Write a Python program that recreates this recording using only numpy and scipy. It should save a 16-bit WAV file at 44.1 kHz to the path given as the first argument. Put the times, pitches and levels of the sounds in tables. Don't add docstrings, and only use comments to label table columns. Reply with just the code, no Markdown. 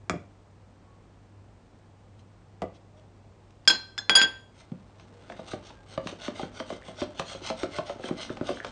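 import sys
import numpy as np
from scipy import signal
from scipy.fft import rfft, irfft
from scipy.io import wavfile

SR = 44100
rng = np.random.default_rng(int(sys.argv[2]) if len(sys.argv) > 2 else 0)


def int16_out(signal):
    q = np.round(np.clip(np.atleast_2d(signal).T, -1, 1) * 32767)
    wavfile.write(sys.argv[1], SR, q.astype(np.int16))


N = 384111

# (f/Hz, relative density/dB)
WIRE_TICK = [(100, -9), (400, -0.5), (800, 6), (1400, 3), (1850, -3.5), (2200, -2), (4000, -5.5),
             (7000, -14.5), (9000, -16), (10000, -51)]
# (f/Hz, relative density/dB)
RASP = [(1200, -10), (1900, -9.5), (2400, -5.5), (3200, 1.5), (4300, -4.5), (5100, -7.5), (6300, -5.5),
        (7400, -20), (8700, -10), (9600, -51.5)]


def from_db(db):
    return 10 ** (np.asarray(db) / 20)


def rms_one(x):
    return x / np.sqrt(np.mean(x ** 2) + 1e-20)


def seconds(size):
    return np.arange(size) / SR


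def fade(t, t60):
    return np.exp(-np.log(1000) * t / t60)


def swing(age):
    return age ** 2 * np.exp(2 * (1 - age))


def low_pass(x, order, cutoff_hz):
    return signal.sosfilt(signal.butter(order, cutoff_hz, fs=SR, output="sos"), x)


def add(out, s, sound):
    i = max(0, round(s * SR))
    out[i:i + len(sound)] += sound[:max(0, N - i)]


def response(spectrum, patchy_db=0, size=2048):
    hz, db = np.transpose(spectrum)
    bins = np.fft.rfftfreq(size, 1 / SR)
    peaks_hz = np.geomspace(200, 10000, num=48)
    shape = np.interp(np.log(bins + 1), np.log(hz), db)
    shape += patchy_db * np.interp(bins, peaks_hz, rng.standard_normal(len(peaks_hz)))
    cepstrum = irfft(np.log(from_db(shape)))
    cepstrum[1:size // 2] *= 2
    cepstrum[size // 2 + 1:] = 0
    h = irfft(np.exp(rfft(cepstrum)))
    return h / np.linalg.norm(h)


def through(x, h):
    return signal.fftconvolve(x, h)[:len(x)]


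def drift(rate):
    knots = rng.standard_normal(int(rate * N / SR) + 2)
    return rms_one(np.interp(seconds(N) * rate, np.arange(len(knots)), knots))


def grains(per_s, spread_db, size=N):
    born = rng.random(size) < per_s / SR
    sign = rng.choice([-1, 1], size)
    strength = from_db(spread_db * np.clip(rng.standard_normal(size), -2, 2))
    return rms_one(born * sign * strength)


def ring(modes, t, vary_db, tilt_db=0):
    hz, db, t60 = np.transpose(modes)[:, :, None]
    tilt = tilt_db * np.log2(hz / np.median(hz))
    db = db + tilt + vary_db * rng.standard_normal(hz.shape)
    waves = rng.choice([-1, 1], hz.shape) * np.sin(2 * np.pi * hz * t)
    return np.sum(from_db(db) * waves * fade(t, t60), axis=0)


def contact(h, t, chatter, t60):
    force = chatter * rng.standard_normal(len(t)) * fade(t, t60)
    force[0] += 1
    return through(force / np.linalg.norm(force), h) / np.abs(h).max()


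def beating():
    # (slap t/s, lead of the scrape peak/s, scrape level/dB, tick level/dB,
    #   tick muffled by batter above f/Hz, plop level/dB, plop f/Hz at its peak, heave level/dB)
    strokes = [(4.718, 0.12, -62, -41, 3010, -24, 198.4, -28),
               (4.998, -0.024, -69.5, -41.5, 6920, -67, 608, -53),
               (5.3, 0.06, -68, -34.5, 5000, -35, 635, -44),
               (5.323, 0.0024, -63, -36.5, 5000, -45, 397, -44),
               (5.393, 0.0066, -62, -37, 3000, -26, 674, -36),
               (5.534, 0.026, -50, -30.5, 4930, -20, 446, -33),
               (5.705, 0.033, -54.5, -40, 4960, -51, 500, -50),
               (5.977, 0.049, -55.5, -23.5, 3730, -24, 570, -28.5),
               (6.059, -0.041, -73, -48, 2000, -24.5, 295, -38),
               (6.072, -0.018, -51, -22, 9100, -46, 493, -43),
               (6.1253, 0.027, -65, -42, 2500, -27.5, 430, -44),
               (6.281, 0.038, -44.5, -26, 4020, -24, 400, -31),
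               (6.395, 0.011, -51.5, -30, 2500, -24.5, 680, -48),
               (6.431, 0.0022, -56.5, -27, 2000, -24.5, 390, -28.5),
               (6.601, 0.018, -51.5, -23.5, 4000, -26.5, 415, -37),
               (6.703, 0.0011, -55, -28.5, 4000, -26.5, 617, -49),
               (6.725, -0.0041, -54.5, -39, 3000, -26, 392, -35.5),
               (6.884, 0.0019, -56, -37, 3000, -31.5, 630, -37.5),
               (7.0174, 0.011, -47.5, -24, 3960, -17, 375, -31.5),
               (7.196, 0.0032, -52.5, -17.5, 12900, -27, 675, -33),
               (7.349, 0.045, -46, -35, 3020, -30.5, 437, -43),
               (7.417, 0.056, -58, -46, 2000, -31, 400, -52),
               (7.502, 0.034, -44.5, -20, 4500, -20.5, 494, -32.5),
               (7.6321, 0.022, -46, -21.5, 6100, -16, 392, -39),
               (7.786, 0.032, -45.5, -20.5, 2800, -16.5, 695, -30),
               (7.896, .003, -51, -27, 4010, -23.5, 726, -48.5),
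               (7.958, 0.013, -76, -56, 2000, -32.5, 340, -44),
               (7.996, 0.0017, -64.5, -42, 2000, -28.5, 546, -43),
               (8.041, -0.0083, -58, -30, 5000, -24, 370, -50),
               (8.088, 0.03, -49, -26, 4000, -32.5, 453, -52),
               (8.109, -0.036, -66, -32.5, 2000, -17.5, 346, -26.5),
               (8.301, 0.084, -43.5, -32, 2500, -19.5, 397, -31),
               (8.371, 0.069, -60.5, -29.5, 4000, -41, 303, -48),
               (8.411, 0.038, -65.5, -28, 2460, -18.5, 336, -27.5),
               (8.491, 0.0078, -46, -24.5, 3480, -20.5, 630, -44),
               (8.502, 0.0091, -73, -34, 3000, -19.5, 394, -35),
               (8.603, 0.036, -54, -47, 4020, -39, 610, -57),
               (8.647, -0.022, -56, -21, 5000, -38, 696, -50)]
    s, lead, scrape_db, tick_db, top_hz, plop_db, hz, heave_db = np.transpose(strokes)
    stretch = 0.045 * np.maximum(lead, 0)
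    rise, fall = 0.025 + stretch, 0.028 + stretch
    hollow_db = -10.5 + 0.21 * (plop_db - scrape_db)
    scrapes = scraping(np.c_[s - lead, rise, fall, scrape_db, hollow_db], rasp_db=2.7, body_db=6.0)
    slaps = bowl_blows(np.c_[s, tick_db, top_hz, plop_db, hz, heave_db], WIRE_TICK,
                       tick_db=7.5, thud_db=-4.5, bowl_db=8.5, ring_follows_tick=0.47,
                       glide=0.84, chatter_t60=0.027, select_db=6.0)
    return scrapes + slaps + bursts()


def scraping(rows, rasp_db, body_db):
    # (f/Hz, relative density/dB)
    body_spectrum = [(120, -26.5), (280, -10), (650, 19.5), (1000, 4.5), (1500, 15), (1850, -7.5),
                     (2100, 15.5), (3000, -42.5)]
    colour_db, grit_db, sing_db = 4.2, -7, -9.5
    out, t = np.zeros(N), seconds(size=16000)
    middle = t.mean()
    for s, rise, fall, db, hollow_db in rows:
        pressure = np.exp(-((t - middle) / np.where(t < middle, rise, fall)) ** 2 / 2)
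        rasp = wires(RASP, per_s=600, spread_db=0.0, patchy_db=colour_db, grip_db=3.2, size=len(t), count=3)
        grit = through(grains(per_s=170, spread_db=1.0, size=len(t)), response(RASP, colour_db))
        bright = off_the_wall(rasp + from_db(grit_db) * grit + from_db(sing_db) * singing(t), t)
        body = through(grains(per_s=450, spread_db=3.5, size=len(t)), response(body_spectrum, patchy_db=4.0))
        voice = from_db(rasp_db) * bright + from_db(hollow_db + body_db) * body
        add(out, s - middle, from_db(db) * pressure * voice)
    return out * from_db(1.53 * drift(rate=120))


def wires(spectrum, per_s, spread_db, patchy_db, grip_db, size, count):
    grip_change_s = 0.01396
    t = seconds(size)
    knots = np.arange(0, t[-1], grip_change_s)
    total = np.zeros(size)
    for _ in range(count):
        grip = from_db(grip_db * np.interp(t, knots, rng.standard_normal(len(knots))))
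        total += grip * through(grains(per_s, spread_db, size), response(spectrum, patchy_db))
    return rms_one(total)


def singing(t):
    low_hz, high_hz, width_hz, octaves_per_s = 3100, 4450, 140, 0.95
    rough = low_pass(rng.standard_normal(len(t)), 2, width_hz)
    glide = octaves_per_s * rng.uniform(-0.48, 1) * (t - t.mean())
    pitch = rng.uniform(low_hz, high_hz) * 2 ** glide
    return rms_one(rough * np.sin(2 * np.pi * np.cumsum(pitch) / SR))


def off_the_wall(x, t):
    echo, typical_s, octaves_per_s = 0.3, 0.001098, 1.8
    glide = octaves_per_s * rng.uniform(-1, 1) * (t - t.mean())
    delay = typical_s * 2 ** (rng.uniform(-0.52, 0.52) + glide)
    return rms_one(x + echo * np.interp(t - delay, t, x))


def bowl_blows(rows, tick_spectrum, tick_db, thud_db, bowl_db, ring_follows_tick, glide, chatter_t60, select_db):
    # (f/Hz before detuning, relative level/dB, t60/s)
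    bowl = [(88, -20, 0.13), (171, -22.5, 0.17), (201.7, -22, 0.18), (280.4, -13.5, 0.073),
            (371, -17.5, 0.08), (437, -28.5, 0.06), (541, -17, 0.16), (606, -15, 0.13),
            (704.5, -10.5, 0.061), (1195, -7, 0.027)]
    swell_s, reference_hz = 0.00287, 454
    heave_hz, heave_swell_s, heave_octaves = 177, 0.0051, 0.25
    out, t = np.zeros(N), seconds(size=12000)
    mode_hz, mode_db, mode_t60 = np.transpose(bowl)
    for s, hard_db, top_hz, soft_db, hz, heave_db in rows:
        mass_hz = heave_hz * 2 ** (heave_octaves * rng.standard_normal())
        heave = swing(t / heave_swell_s) * np.sin(2 * np.pi * mass_hz * t)
        age = t / (swell_s * np.sqrt(reference_hz / hz))
        pitch = hz * (1 + glide * (np.exp((1 - age) / 2) - 1))
        thud = swing(age) * np.sin(2 * np.pi * np.cumsum(pitch) / SR)
        slosh = 1 + 0.06 * rng.standard_normal(len(mode_hz))
        woken_db = mode_db - select_db * np.abs(np.log2(mode_hz / hz))
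        modes = np.c_[slosh * mode_hz, woken_db, mode_t60]
        ring_db = bowl_db + soft_db + ring_follows_tick * (hard_db - soft_db)
        bowl_ring = from_db(ring_db) * ring(modes, t, vary_db=2.5) * (1 - np.exp(-age))
        tick = contact(response(tick_spectrum), t, chatter=0.17, t60=chatter_t60)
        tick = from_db(hard_db + tick_db) * low_pass(tick, 2, top_hz)
        add(out, s, from_db(soft_db + thud_db) * thud + bowl_ring + from_db(heave_db) * heave + tick)
    return out


def bursts():
    # (t/s, level/dB, f/Hz)
    bubbles = [(5.299, -33.5, 1550), (5.321, -36.5, 1830), (6.822, -40, 1800), (6.837, -46, 2080),
               (7.634, -28.5, 1320), (7.786, -31, 1290), (8.038, -32.5, 1630), (8.295, -31, 1480),
               (8.572, -32, 1530), (8.602, -26, 1700)]
    swell_s, ring_db, ring_t60 = 0.00083, -19, 0.039
    out, t = np.zeros(N), seconds(size=4000)
    for s, db, hz in bubbles:
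        envelope = swing(t / swell_s) + from_db(ring_db) * fade(t, ring_t60)
        add(out, s, from_db(db) * envelope * np.sin(2 * np.pi * hz * t))
    return out


def churning():
    # (t/s, level/dB)
    course = [(0, -80), (4.398, -71.5), (5.201, -59), (5.5, -53.5), (5.8, -60), (6.1, -55.5),
              (6.998, -56.5), (8.71, -51.5)]
    large = pops(low_hz=204.3, high_hz=857.5, per_s=33, spread_db=3.0, cycles=42, count=9)
    small = pops(low_hz=990, high_hz=2204, per_s=6, spread_db=2.0, cycles=20, count=6)
    crackle = through(grains(per_s=190, spread_db=0.5), response(WIRE_TICK))
    band = signal.butter(2, [35, 140], "band", fs=SR, output="sos")
    wobble = rms_one(signal.sosfilt(band, rng.standard_normal(N)))
    mix = from_db(-1) * large + from_db(-15.5) * small + from_db(-5) * crackle + from_db(-7.5) * wobble
    return from_db(np.interp(seconds(N), *np.transpose(course))) * mix


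def pops(low_hz, high_hz, per_s, spread_db, cycles, count):
    t = seconds(size=3000)
    total = np.zeros(N)
    for hz in np.geomspace(low_hz, high_hz, num=count):
        pocket = np.sin(2 * np.pi * hz * t) * fade(t, cycles / hz)
        total += through(grains(per_s, spread_db), pocket)
    return rms_one(total)


def dishes():
    # (t/s, crack level/dB, counter level/dB, dish level/dB, second dish level/dB,
    #   brightness/dB per octave, time until choked/s, pitch bend/Hz)
    clinks = [(3.652, -56, -59.5, -49.5, -62.5, 8, 0.0043, 2),
              (3.6758, -13, -32, -4.5, -2, 2, 0.014, -17.5), (3.7011, -18, -27, -12.5, -18, -1, 0.018, -15),
              (3.979, -28.5, -42, -30, -20.5, 1, 0.014, 1),
              (4.0957, -9.5, -22, -15, -37, -0.5, 0.053, -0.5),
              (4.1531, -15.5, -26.5, -1.5, -23.5, 8.5, 0.081, -1),
              (4.170, -35, -26, -18, -47, -5.5, 0.084, -1), (4.2158, -14.5, -28, -12, -36, 2.5, 0.035, 1),
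              (4.234, -34, -32, -33, -46, -7, 0.04, -0.5)]
    dish_hz = [1570, 3318, 4426, 4838, 6832, 9411]
    # (relative level/dB, t60/s)
    dish_ring = [(-2, 0.84), (1, 0.65), (-27.5, 0.09), (5.5, 0.057), (-20, 0.2), (-18, 0.078)]
    after_ring_db = [-20.5, -24.5, -37.5, -40.5, -43.5, -56.5]
    second_hz = [797, 1420, 3430, 3682, 4152, 4938, 5022, 5233, 5620, 6500, 7300, 7405, 7520]
    # (relative level/dB, t60/s)
    second_ring = [(-26, 0.16), (-22.5, 0.13), (-13.5, 0.071), (-20.5, 0.05), (-21.5, 0.4), (-9, 0.033),
                   (-15.5, 0.054), (-6.5, 0.08), (-11.5, 0.038), (-24.5, 0.18), (-21, 0.056), (-22, 0.09),
                   (-21.5, 0.063)]
    # (f/Hz, relative density/dB)
    crack_spectrum = [(60, -32), (200, -3.5), (500, -10), (1200, 0), (2700, 2.5), (5100, -5.5),
                      (5800, -15.5), (6900, -9.5), (8200, -23.5), (10000, -26)]
    # (f/Hz, relative density/dB)
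    counter_spectrum = [(50, -13), (130, -8.5), (280, 1), (600, -1), (1000, 0), (1600, -21.5),
                        (4000, -40.5)]
    after_t60 = np.full(len(dish_hz), 0.42)
    out, t = np.zeros(N), seconds(size=26000)
    for s, crack_db, counter_db, dish_db, second_db, tilt_db, hold, bend_hz in clinks:
        crack = from_db(crack_db + 12.0) * contact(response(crack_spectrum), t, chatter=0.12, t60=0.024)
        counter = from_db(counter_db + 9.5) * contact(response(counter_spectrum), t, chatter=0.37, t60=0.24)
        mode_hz = np.array(dish_hz) + bend_hz
        choke = np.exp(-np.minimum(t / hold, 3) ** 4)
        free = choke * ring(np.c_[mode_hz, dish_ring], t, 0.91, tilt_db)
        after = ring(np.c_[mode_hz, after_ring_db, after_t60], t, 0.91, tilt_db)
        first = from_db(dish_db - 4.5) * (free + after)
        second = from_db(second_db) * ring(np.c_[second_hz, second_ring], t, 0.79, tilt_db)
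        onset = 1 - np.exp(-t / 0.0026)
        add(out, s, crack + counter + (first + second) * onset)
    return out


def rattles():
    # (t/s, length/s, level/dB)
    runs = [(3.682, 0.084, -31.5), (4.097, 0.027, -37.5), (4.151, .07, -22), (4.221, 0.036, -28)]
    # (f/Hz, relative density/dB)
    touching = [(300, -20), (900, -8), (1400, -6.5), (1850, 0), (2300, -6), (2750, -1), (3600, -7),
                (4400, -2.5), (4900, 2.5), (5250, 0), (5600, -27.5), (6200, -25), (6900, -2), (7600, -30.5),
                (10000, -40)]
    out, t = np.zeros(N), seconds(size=9000)
    for s, length, db in runs:
        dying = np.sqrt(np.maximum(1 - t / length, 0))
        touches = grains(per_s=1100, spread_db=4.5, size=len(t)) * dying
        add(out, s, from_db(db) * through(touches, response(touching)))
    return out


def pouring():
    # (t/s, tick level/dB, thud level/dB, thud f/Hz at its peak)
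    bump_rows = [(0.0968, -12, -24, 396), (0.106, -58, -24.5, 274), (0.124, -51, -33, 96),
                 (0.138, -48, -25.5, 383), (.156, -63, -27.5, 206), (2.6195, -27, -21, 662),
                 (2.625, -36, -26.5, 200), (2.639, -52, -29, 432)]
    # (f/Hz, relative density/dB)
    bump_spectrum = [(100, -19), (400, -4), (800, 8), (1250, 9.5), (1650, 5), (2300, 5), (3000, -2.5),
                     (4600, -3), (7000, -7.5), (9000, -13.5), (10000, -57)]
    # (f/Hz, relative level/dB, t60/s)
    bare_wall = [(1180, 4, 0.029), (1370, -13, 0.033), (1990, -4.5, 0.037), (2340, -9, 0.033),
                 (3390, -17, 0.036)]
    # (peak t/s, level/dB)
    sifts = [(2.2, -66), (2.756, -64), (2.987, -70)]
    top_hz, heave_db = 12000, -8
    blows = [(s, tick_db, top_hz, thud_db, hz, thud_db + heave_db) for s, tick_db, thud_db, hz in bump_rows]
    bumps = bowl_blows(blows, bump_spectrum, tick_db=4.5, thud_db=-1.0, bowl_db=4.0, ring_follows_tick=0.1,
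                       glide=0.87, chatter_t60=0.011, select_db=0.5)
    for s, tick_db, _, _ in bump_rows:
        wall_db = -25.5 + 0.39 * tick_db
        add(bumps, s, from_db(wall_db) * ring(bare_wall, seconds(size=8000), vary_db=1.0))
    rise, fall, hollow_db = 0.014, 0.012, -25
    puffs = [(s, rise, fall, db, hollow_db) for s, db in sifts]
    return bumps + scraping(puffs, rasp_db=-0.5, body_db=-5.0)


def handling():
    # (t/s, level/dB)
    touches = [(1.66, -57), (1.789, -54), (2.197, -53), (2.748, -48), (2.997, -49), (3.507, -46)]
    out, t = np.zeros(N), seconds(size=3000)
    for s, db in touches:
        add(out, s, from_db(db) * contact(response(RASP, patchy_db=1.5), t, chatter=0.15, t60=0.012))
    return out


def tones(rows):
    t = seconds(N)
    waver = 0.5 * drift(rate=65)
    total = np.zeros(N)
    for s, half, hz, db in rows:
        swell = np.exp(-((t - s) / half) ** 2)
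        total += from_db(db) * swell * np.sin(2 * np.pi * hz * t + waver)
    return total


def background():
    # (f/Hz, mean level/dB)
    partials = [(48.4, -71), (99.2, -57)]
    # (f/Hz, relative density/dB)
    air_spectrum = [(20, -12.5), (45, 5.5), (100, -1), (170, 0.5), (330, -5.5), (800, -10), (1500, -19.5),
                    (3000, -26.5), (6000, -31.5), (8800, -35), (9800, -59)]
    air_db = -56
    t, hum = seconds(N), np.zeros(N)
    for hz, db in partials:
        hum += from_db(db) * np.sqrt(2) * np.sin(2 * np.pi * hz * t + 0.41 * drift(rate=42))
    air = through(rng.standard_normal(N), response(air_spectrum))
    return hum * from_db(2.0 * drift(rate=5)) + from_db(air_db) * air


def kitchen(x, near_db, near_t60, room_db, room_t60, wall_hz):
    t = seconds(size=22000)
    near, far = rng.standard_normal((2, len(t)))
    near = near * fade(t, near_t60) * (t > .003)
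    far = far * fade(t, room_t60) * (t > .012)
    near = near / np.linalg.norm(near)
    far = low_pass(far / np.linalg.norm(far), 1, wall_hz)
    return x + through(x, from_db(near_db) * near + from_db(room_db) * far)


def scene():
    # (t/s, half length/s, f/Hz, level/dB)
    squeaks = [(3.989, 0.0038, 3475, -23), (3.99, 0.0069, 1693, -33), (4.191, 0.0051, 6930, -26.5),
               (4.228, 0.007, 6880, -26)]
    # (t/s, half length/s, f/Hz, level/dB)
    faint_tones = [(0.914, 0.083, 1110, -64), (2.99, 0.059, 616, -56.5), (5.174, 0.064, 473, -54.5),
                   (5.794, 0.047, 1600, -60.5)]
    in_bowl = kitchen(beating() + churning(),
                      near_db=-10.5, near_t60=0.13, room_db=-7.5, room_t60=0.3, wall_hz=5000)
    on_rim = kitchen(pouring() + handling(),
                     near_db=-8, near_t60=0.098, room_db=-10.0, room_t60=0.34, wall_hz=3500)
    on_counter = kitchen(dishes() + rattles() + tones(squeaks),
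                         near_db=-13.5, near_t60=0.12, room_db=-12.0, room_t60=0.39, wall_hz=2980)
    return (in_bowl + on_rim + on_counter + background() + tones(faint_tones))[None]


def record(dry):
    thin = signal.sosfilt(signal.butter(1, 30, "high", fs=SR, output="sos"), dry)
    rounded = 1.1 * np.tanh(thin / 1.1)
    return signal.sosfilt(signal.ellip(10, .2, 70, 9800, fs=SR, output="sos"), rounded)


dry = scene()
out = record(dry)
int16_out(out)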